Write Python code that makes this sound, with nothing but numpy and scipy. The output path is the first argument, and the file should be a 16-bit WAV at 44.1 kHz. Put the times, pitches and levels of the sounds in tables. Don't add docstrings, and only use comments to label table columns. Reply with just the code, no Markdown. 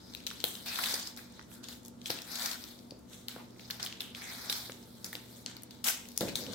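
import sys
import numpy as np
from scipy import signal
from scipy.io import wavfile

SR = 44100
rng = np.random.default_rng(int(sys.argv[2]) if len(sys.argv) > 2 else 0)


def waveform_to_disk(signal):
    frames = np.transpose(np.atleast_2d(signal))
    scaled = np.clip(frames, -1, 1) * 32767
    samples = np.round(scaled).astype(np.int16)
    wavfile.write(sys.argv[1], SR, samples)


def attenuation_scalar(level_db):
    decades = np.asarray(level_db, float) / 20
    return 10 ** decades


N = 288414

# (time [s], left over right [dB])
HANDS = [(0.0, 3), (0.22, 4.5), (0.31, 3.5), (1.48, 2), (2.95, 4.5), (3.11, 2), (4.5, 1), (4.77, 0.0),
         (5.21, 1), (5.45, 1.5), (5.76, 3.5), (6.54, 5.5)]


def rms_one(x):
    return x / np.sqrt(np.mean(x ** 2) + 1e-20)


def in_time(rows, outside=None):
    s, *columns = np.transpose(rows)
    return [np.interp(np.arange(N) / SR, s, c, outside, outside) for c in columns]


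def at_hz(points, hz):
    points_hz, values = np.transpose(points)
    return np.interp(np.log(hz), np.log(points_hz), values)


def band(x, low_hz, high_hz):
    return signal.sosfilt(signal.butter(2, [low_hz, high_hz], "band", fs=SR, output="sos"), x)


def peak(x, hz, width_hz):
    r = np.exp(-np.pi * width_hz / SR)
    zeros = [(1 - r * r) / 2, 0, (r * r - 1) / 2]
    return signal.lfilter(zeros, [1, -2 * r * np.cos(2 * np.pi * hz / SR), r * r], x)


def drift(rate):
    knots = rng.standard_normal(4000)
    return np.interp(np.arange(N) / SR * rate, np.arange(len(knots)), knots)


def pair(alike, size):
    mid, side = rng.standard_normal((2, size))
    alike = np.clip(alike, 0, 1)
    return np.sqrt((1 + alike) / 2) * mid + np.sqrt((1 - alike) / 2) * side * np.array([[1], [-1]])


def panned(x, pan_db):
    return x * attenuation_scalar(np.array([pan_db, -pan_db]) / 2).reshape(2, -1)


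def placed(rows, *length_ms):
    at, pan_db = np.transpose(HANDS)
    return [(*row[:4], np.interp(row[0], at, pan_db), *row[4:], *length_ms) for row in rows]


def folds(clicks, modes):
    total = 0
    for k, (hz, width_hz, db) in enumerate(modes):
        gain = attenuation_scalar(db + 1.7 * drift(70) + 0.7 * drift(9))
        total = total + peak(clicks * gain, hz, width_hz) * (-1) ** k
    return rms_one(total)


def peel(rows, per_s, spread_db, clump_db, alike, strip):
    # (frequency [Hz], width [Hz], level [dB])
    roll_modes = [
        (700, 346, -0.5),
        (1500, 490, 3),
        (2300, 600, 0),
    ]
    # (frequency [Hz], width [Hz], level [dB])
    fibre_modes = [
        (7800, 1100, -0.5),
        (11670, 3200, 1),
        (15200, 1860, -1),
    ]
    level_db, dull_db, bright_db = in_time(rows)
    s = np.arange(N) / SR
    live = (s >= rows[0][0]) & (s <= rows[-1][0])
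    sizes = attenuation_scalar(spread_db * np.minimum(rng.exponential(1, N), 5))
    sizes = sizes * (rng.random(N) < per_s / SR)
    clicks = sizes * attenuation_scalar(clump_db * (drift(150) + 0.19 * drift(40))) * pair(alike, size=N)
    dull = folds(clicks, roll_modes)
    body = band(folds(clicks, strip), 2000, 7600)
    bright = band(folds(clicks, fibre_modes), 6000, 21000)
    mix = body + attenuation_scalar(dull_db) * dull - attenuation_scalar(bright_db) * bright
    return panned(live * attenuation_scalar(level_db - 0.5) * mix, in_time(HANDS)[0])


def handling():
    # (time [s], level [dB])
    pulls = [
        [(0.66, -43), (0.75, -40.5), (0.868, -35), (0.96, -38.5), (1.034, -51), (1.07, -49), (1.11, -55.5),
         (1.15, -66)],
        [(2.27, -52), (2.35, -44.5), (2.453, -39.5), (2.47, -43), (2.53, -43.5), (2.565, -52)],
        [(4.151, -51), (4.25, -48), (4.347, -45.5), (4.377, -48), (4.49, -45), (4.505, -50)],
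    ]
    # (dull part [dB], bright part [dB])
    pull_colours = [
        (-5.5, -3.5),
        (-3.5, -1),
        (-4, -6),
    ]
    # (time [s], level [dB], time to fall 20 dB [s], dull [dB], bright [dB])
    tails = [(0.272, -45, .1, -12, -2), (0.45, -43.5, .19, -8, 5), (1.172, -51.5, .15, -2, 0),
             (1.634, -48, .15, -12, -10), (1.688, -51, .12, -3, -1), (2.062, -42, .1, -12, -2),
             (2.1, -39.5, .16, -3, -5), (2.906, -59, .06, -12, -15), (3.29, -49, .2, -4, -2),
             (3.712, -50, .18, -3, -1), (3.798, -45.5, .25, -3, -12), (3.834, -45, .12, -4, -1),
             (4.01, -52, .14, -1, 3), (4.501, -37.5, .24, -7, 0), (5.05, -46.5, .085, -4, 3),
             (5.129, -48.5, .12, -5, 0), (5.468, -52.5, .27, -2, -13), (5.709, -58.5, .3, -6, -6),
             (6.285, -46, .05, -6, -4), (6.18, -50, .1, -15, 4), (6.212, -41, .16, -5, -2),
             (6.36, -39, .13, -8, 0)]
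    # (top [s], level [dB], time to rise 20 dB [s], time to fall 20 dB [s], bright part [dB])
    rustles = [(0.0, -60, .1, .5, -12), (0.156, -53, .15, .16, -6), (0.409, -51.5, .25, .1, -8),
               (0.65, -54, .6, .05, -2), (1.38, -57.5, .4, .2, -13), (1.536, -52.5, .055, .07, 1),
               (1.732, -53, .1, .08, -2), (1.86, -59.5, .03, .06, 2), (2.05, -57.5, .08, .05, -6),
               (2.25, -56, .08, .1, 0), (2.63, -52, .3, .3, -3.5), (2.71, -58, .3, .12, -3.5),
               (3.13, -54, .06, .24, -4), (3.595, -57.5, .06, .5, -5), (3.69, -59, .3, .05, -9),
               (4.68, -52, .3, .05, -6), (4.833, -63, .05, .04, -6), (5.035, -66, .35, .03, -1),
               (5.38, -58, 1.5, .2, -1), (6.05, -60, .2, .4, 2), (6.17, -58, .1, .03, -5),
               (6.47, -52, .2, .3, -10), (6.54, -43, .07, .1, -13)]
    # (level [dB], dull part [dB], bright part [dB])
    idle = (-80, -3, 0)
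    pull_edge_s, tail_rise_s = 0.01, 0.008
    s = np.arange(0, N + 88, 44) / SR
    moves = [(idle[0] + 0 * s, *idle[1:])]
    for rows, colour in zip(pulls, pull_colours):
        at, db = np.transpose(rows)
        outside_s = np.clip(np.maximum(at[0] - s, s - at[-1]), 0, None)
        moves.append((np.interp(s, at, db) - 20 * outside_s / pull_edge_s, *colour))
    for at, db, fall, dull_db, bright_db in tails:
        level_db = db - 20 * np.maximum((at - s) / tail_rise_s, (s - at) / fall)
        moves.append((level_db, dull_db, bright_db - 20 * 0.15 * np.clip(s - at, 0, None) / fall))
    for at, db, rise, fall, bright_db in rustles:
        moves.append((db - 20 * np.maximum((at - s) / rise, (s - at) / fall), -8, bright_db))
    power = 0
    for db, dull_db, bright_db in moves:
        power = power + attenuation_scalar(2 * (db + np.array([0 * s, dull_db + 0 * s, bright_db + 0 * s])))
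    body, dull, bright = 10 * np.log10(power)
    return np.transpose([s, body, dull - body, bright - body])


def wrapping():
    # (frequency [Hz], width [Hz], level [dB])
    tape_modes = [
        (3620, 1150, 3),
        (4730, 2800, 4),
        (5870, 2950, 1),
    ]
    return peel(handling(), 7000, spread_db=0.0, clump_db=0.5, alike=0.13, strip=tape_modes)


def tearing():
    # (time [s], level [dB], dull part [dB], bright part [dB])
    tear = [
        (5.841, -36, -14, 2),
        (5.864, -34, -4, -1),
        (5.884, -30, -6, 1),
        (5.9, -34, -6, 1),
        (5.917, -39, -9, -1),
        (5.975, -50, -6, -2),
        (6.04, -64, -5, -5),
    ]
    # (frequency [Hz], width [Hz], level [dB])
    taut_modes = [
        (3100, 1500, 1.5),
        (4900, 2600, 4),
        (6400, 2600, 4),
    ]
    return peel(tear, 14000, spread_db=-0.5, clump_db=0.9, alike=0.16, strip=taut_modes)


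def snaps(rows, ring_share, spike, lift_db):
    size = 1500
    out = np.zeros((2, N + size))
    for s, peak_db, hz, bright_db, pan_db, length_ms in rows:
        t = np.arange(size) / SR / (np.clip(length_ms, .3, 8) / 2000)
        shape = t ** 2 * np.exp(-t * 1.37)
        burst = pair(0.058, size=size) * shape / shape.max()
        burst[[0, 1], np.argmax(shape) + rng.integers(0, 5, 2)] += spike
        upper_hz = min(hz * rng.uniform(1.25, 2.1), 15000)
        ring = peak(burst, hz, ring_share * hz)
        ring = ring - attenuation_scalar(-9) * peak(burst, upper_hz, ring_share * upper_hz)
        ring = ring + attenuation_scalar(-10) * band(burst, hz / 1.53, min(hz * 2.06, 20000))
        parts = [ring, band(burst, 314, 1320), band(burst, 7000, 18700)]
        body, dull, bright = [p / np.abs(p).max() for p in parts]
        mix = body + attenuation_scalar(-25) * dull + attenuation_scalar(bright_db) * bright
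        at = max(round((s - 0.00025 * length_ms) * SR), 0)
        out[:, at:at + size] += panned(attenuation_scalar(peak_db + lift_db) * mix, pan_db)
    return out[:, :N]


def creasing():
    # (time [s], peak [dB], ring [Hz], bright part [dB], length [ms])
    loud_snaps = [(0.149, -24, 3640, -5, 1.38), (0.2661, -23, 4100, -3, 2.6), (0.3033, -28, 3500, -7, 1.5),
                  (0.4403, -13, 3860, 3, 2.3), (0.5524, -30, 3860, -13, 2.1),
                  (1.685, -31.5, 4470, -16, 2.45), (2.0577, -24.5, 3300, -24, 2.4),
                  (2.102, -19, 4320, -1, 3.04), (3.2834, -21, 4100, -2, 1.57),
                  (3.7068, -23.5, 4000, -1, 3.2), (3.828, -19.5, 5230, -9, 2.16),
                  (3.8624, -24, 3280, 0, 1.9), (4.0046, -24, 3400, 0, 3.5), (4.1483, -29.5, 3300, -8, 1.76),
                  (4.4975, -17.5, 3660, -4, 2.17), (4.5254, -22.5, 3800, -21, 2.4),
                  (5.0437, -23.5, 5900, -2, 3), (5.1295, -30, 1850, 4, 1.04), (5.1525, -25, 3580, -2, 1.64),
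                  (5.4613, -20.5, 4300, -26, 1.6), (6.1762, -18, 7000, 4, 1.4),
                  (6.2079, -21, 4650, 1, 2.06), (6.2832, -33, 2300, -5, 1.9),
                  (6.355, -19.5, 3940, -3, 1.94)]
    # (time [s], peak [dB], ring [Hz], bright part [dB])
    middle_snaps = [(0.4022, -29, 4400, -9), (0.6598, -32, 4050, 1), (1.1637, -36, 6600, -7),
                    (1.1732, -36, 4650, 4), (1.3932, -33.5, 1480, -20), (1.6401, -32.5, 4200, -14),
                    (1.8496, -35.5, 6400, -7), (2.1874, -32, 2800, -9), (2.2183, -30.5, 4900, 1),
                    (2.6387, -30, 4420, -10), (2.9076, -35, 4500, -15), (3.7013, -31.5, 1720, 1.5),
                    (3.7981, -31.5, 3270, -11), (3.9248, -29, 2930, -14), (4.2186, -33.5, 1980, -6),
                    (4.6965, -35.5, 1570, -14), (4.7195, -34.5, 3860, -23), (5.5665, -35, 4530, 0.5),
                    (5.7082, -34.5, 4550, -4), (6.0866, -38, 6900, -2), (6.1635, -40, 5830, -6),
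                    (6.4648, -31.5, 3120, -12)]
    # (time [s], peak [dB], ring [Hz], bright part [dB])
    ticks = [(0.2027, -40, 3400, -4), (0.2379, -43, 3800, -3), (1.19, -42, 1500, -10),
             (1.3218, -46, 7900, -10), (1.4115, -45, 1600, -25), (1.425, -45, 5500, -15),
             (1.5149, -47, 1480, -6), (1.728, -40, 4000, -6), (1.8814, -45.5, 5870, 13.5),
             (2.0153, -40.5, 3560, -18), (2.6088, -42, 4170, -17), (3.1321, -39, 3600, -17),
             (3.3132, -37, 3850, -24), (3.3616, -44, 1500, -18), (3.595, -41, 2730, -22),
             (5.064, -34, 6500, -8), (5.6209, -50, 1870, 11), (5.6334, -47, 3400, 19),
             (6.0542, -38.5, 2830, -25), (6.1176, -39, 5960, 1)]
    # (time [s], peak [dB], ring [Hz], bright part [dB])
    more_snaps = [(0.1366, -37, 3600, -7), (0.2662, -25, 6000, -4), (0.2714, -23, 3850, -10),
                  (0.3114, -33, 1500, -12), (0.3118, -33, 3900, -12), (0.4132, -38, 3830, -10),
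                  (0.8375, -26, 7500, -2), (0.8934, -28, 4720, -6), (0.9228, -28, 4110, -4),
                  (1.8312, -47, 7230, 0), (1.8584, -40, 6280, -5), (2.0724, -32, 5590, -1),
                  (2.078, -35, 7000, 0), (2.317, -34, 7940, -3), (2.3952, -29, 4090, -12),
                  (2.4587, -17.5, 5200, -8), (2.4914, -31, 4500, -10), (2.531, -31, 4130, -10),
                  (2.7894, -45, 4280, -8), (2.991, -54, 10000, 0), (3.0972, -49, 6000, 1),
                  (3.5062, -50, 5500, 0), (3.5613, -54, 2150, -3), (3.8026, -31, 3550, -12),
                  (3.8068, -35, 3530, -10), (3.8488, -31, 9000, 2), (3.87, -30, 3800, -4),
                  (3.9984, -41, 4500, -10), (4.018, -31, 3310, -10), (4.1039, -48, 8300, -12),
                  (4.1672, -42, 11000, 0), (4.7289, -44, 7500, -5), (4.8272, -43, 5340, -6),
                  (5.0604, -34, 5770, -4), (5.8842, -20, 2900, -4), (6.2877, -31, 4200, -8),
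                  (6.2936, -34, 4200, -7), (6.3552, -21, 6200, -3), (6.5334, -34, 4470, -6)]
    # (time [s], peak [dB], ring [Hz], bright part [dB])
    clumps = [(0.7562, -23.5, 3550, -5), (0.7875, -23, 1480, 1), (0.8355, -20, 2600, -10),
              (0.8577, -22, 3800, -1.5), (0.9403, -16, 4900, -8), (0.995, -27.5, 5250, -16),
              (1.071, -26.5, 4870, -17), (2.3546, -24.5, 4200, -20), (2.4194, -22, 4520, -12),
              (2.461, -24, 5500, -10), (2.5127, -23, 4370, -20), (5.842, -20, 5130, -12),
              (5.8643, -22, 3530, -12), (5.8836, -21, 2920, -15)]
    middle_ms, tick_ms, more_ms, clump_ms = 2.3, 2.1, 2.2, 4.5
    sharp = placed(loud_snaps) + placed(middle_snaps, middle_ms)
    sharp += placed(ticks, tick_ms) + placed(more_snaps, more_ms)
    single = snaps(sharp, ring_share=0.14, spike=6.63, lift_db=2.8)
    return single + snaps(placed(clumps, clump_ms), ring_share=0.084, spike=2.9, lift_db=-1)


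def rubs():
    # (start [s], end [s], pitch [Hz], width [Hz], level [dB])
    drags = [(0, 0.143, 5000, 300, -61), (0.66, 0.745, 2520, 500, -45.5), (0.97, 1.102, 4720, 600, -49),
             (1.33, 1.41, 3900, 400, -64), (1.47, 1.76, 1450, 300, -66), (2.33, 2.564, 4430, 700, -47.5),
             (2.47, 2.72, 14000, 1200, -59), (3.364, 3.43, 850, 700, -54), (3.364, 3.43, 1900, 900, -62),
             (4.012, 4.13, 3100, 1000, -54), (4.203, 4.333, 2100, 450, -50), (6.27, 6.31, 2160, 500, -46.5)]
    out, s = 0, np.arange(N) / SR
    slips = pair(0.35, size=N) * attenuation_scalar(1.4 * drift(90))
    for start, end, hz, width_hz, level_db in drags:
        stroke = np.sqrt(np.clip(4 * (s - start) * (end - s), 0, None)) / (end - start)
        pitched = peak(peak(slips, hz, width_hz), hz, 2 * width_hz)
        out = out + attenuation_scalar(level_db) * stroke * rms_one(pitched)
    return out


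def counter():
    # (time [s], peak [dB], upper modes [dB])
    knocks = [(0.44, -42, 6), (0.939, -49, 5.5), (2.102, -40, 1), (2.921, -42, -27), (3.363, -52, 8),
              (4.5, -51, -8), (4.696, -47, 0), (5.152, -52, 2), (6.209, -32, -8), (6.215, -34, -6),
              (6.229, -31, -14), (6.25, -31, -18), (6.288, -37, -16), (6.389, -46, -25), (6.421, -45, -25),
              (6.468, -46, -25)]
    # (frequency [Hz], level [dB], decay by 60 dB [s])
    slab_modes = [(77.4, -24, .1), (120, -26, .1), (191.6, 3.5, 0.03), (265, 2, 0.042), (350, -2, 0.022),
                  (420.5, -5.5, 0.12), (500, 5, 0.045), (546, 1, 0.051), (700, 5.5, 0.018),
                  (870, 0.5, 0.013), (1384, 6, 0.011)]
    # (time [s], level [dB])
    wobble = [
        (6.204, -46),
        (6.214, -32.5),
        (6.36, -48),
        (6.374, -57),
        (6.392, -47),
        (6.54, -44),
    ]
    s, peak_db, upper_db = np.transpose(knocks)
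    at, out = np.round(s * SR).astype(int), np.zeros((2, N))
    rocking_db = in_time(wobble, outside=-200)[0] - 30 + 2.2 * drift(60)
    rocking = attenuation_scalar(rocking_db) * pair(0.89, size=N)
    for hz, level_db, t60 in slab_modes:
        upper, middle = hz > 640, hz > 400
        push = rocking * attenuation_scalar(-14 * upper - 4 * middle)
        uneven_db = rng.normal(0, 2.2, (len(at), 2)).T
        upper_share = upper or .25 * middle
        push[:, at] += attenuation_scalar(peak_db - 2 + upper_share * upper_db + uneven_db) * (-1) ** round(hz)
        r, w = attenuation_scalar(-60 / (t60 * SR)), 2 * np.pi * hz / SR
        out += attenuation_scalar(level_db) * signal.lfilter([0, np.sin(w)], [1, -2 * r * np.cos(w), r * r], push)
    return band(out, 95, 1400)


def kitchen(x):
    # (frequency [Hz], decay by 60 dB [s])
    room_t60 = [
        (300, 0.6),
        (900, 0.46),
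        (2700, 0.49),
        (6500, 0.37),
        (12000, 0.073),
    ]
    t, tail = np.arange(SR // 2) / SR, 0
    for hz, t60 in room_t60:
        diffuse = band(pair(.1, size=len(t)), hz / 1.415, min(hz * 1.32, 18000))
        tail = tail + diffuse * attenuation_scalar(-60 * t / t60)
    tail = tail * np.clip(t / 0.0072 - .3, 0, 1)
    tail = attenuation_scalar(-9) * tail / np.sqrt(np.sum(tail ** 2) / 2)
    echo_s, echo_db = 0.0085, -15
    tail[:, round(echo_s * SR)] += attenuation_scalar(echo_db)
    return signal.fftconvolve(x.mean(axis=0)[None], tail, axes=1)[:, :N]


def background():
    # (frequency [Hz], likeness [0-1])
    likeness = [
        (30, .3),
        (70, .4),
        (125, 1),
        (250, 0.85),
        (600, 0),
        (2000, 0),
        (12000, 0.02),
    ]
    # (frequency [Hz], level [dB per Hz])
    air = [(15, -49), (25, -9), (102, -5), (161, -5), (236, 4), (317, -3.5), (591, -10), (887, -17),
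           (1160, -17.5), (2600, -37.5), (3920, -24.5), (13200, -36), (16000, -43)]
    # (frequency [Hz], width [Hz], level [dB])
    hum = [
        (68, 10, -71),
        (92.2, 6, -74.5),
        (120.2, 1.3, -67.5),
        (188.2, 23, -68),
        (238.7, 8, -61),
        (373, 15, -79),
        (499, 8, -76.5),
        (881, 9.2, -79),
    ]
    out, edges = 0, 22 * 2 ** np.arange(0, 9.8, .5)
    white = rng.standard_normal((2, 2, N))
    for k, (low, high) in enumerate(zip(edges, edges[1:])):
        centre = np.sqrt(low * high)
        alike = np.clip(at_hz(likeness, centre), 0, 1)
        mid, side = band(white[k % 2], low, high)
        both = np.sqrt(1 + alike) * mid + np.sqrt(1 - alike) * side * np.array([[1], [-1]])
        out = out + attenuation_scalar(at_hz(air, centre) + 0.9 * drift(6)) * both
    steady, waver = 2 * np.pi * np.arange(N) / SR, pair(.6, size=N)
    lead = np.array([[0], [.8]])
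    lines = 0
    for hz, width_hz, db in hum:
        tone = 1.645 * np.sin(hz * steady + lead * (hz < 100))
        lines = lines + attenuation_scalar(db) * (rms_one(peak(waver, hz, width_hz)) + tone)
    return attenuation_scalar(-56) * rms_one(out) + lines


def scene():
    near = wrapping() + tearing() + creasing() + rubs() + counter()
    return near + kitchen(near) + background()


def top_cut(x):
    return signal.sosfilt(signal.butter(12, 16990, fs=SR, output="sos"), x)


def record(dry):
    thin = signal.sosfilt(signal.butter(2, 45, "high", fs=SR, output="sos"), dry)
    cut = signal.sosfilt(signal.ellip(8, .5, 38, 15900, fs=SR, output="sos"), thin)
    return top_cut(cut)


dry = scene()
out = record(dry)
waveform_to_disk(out)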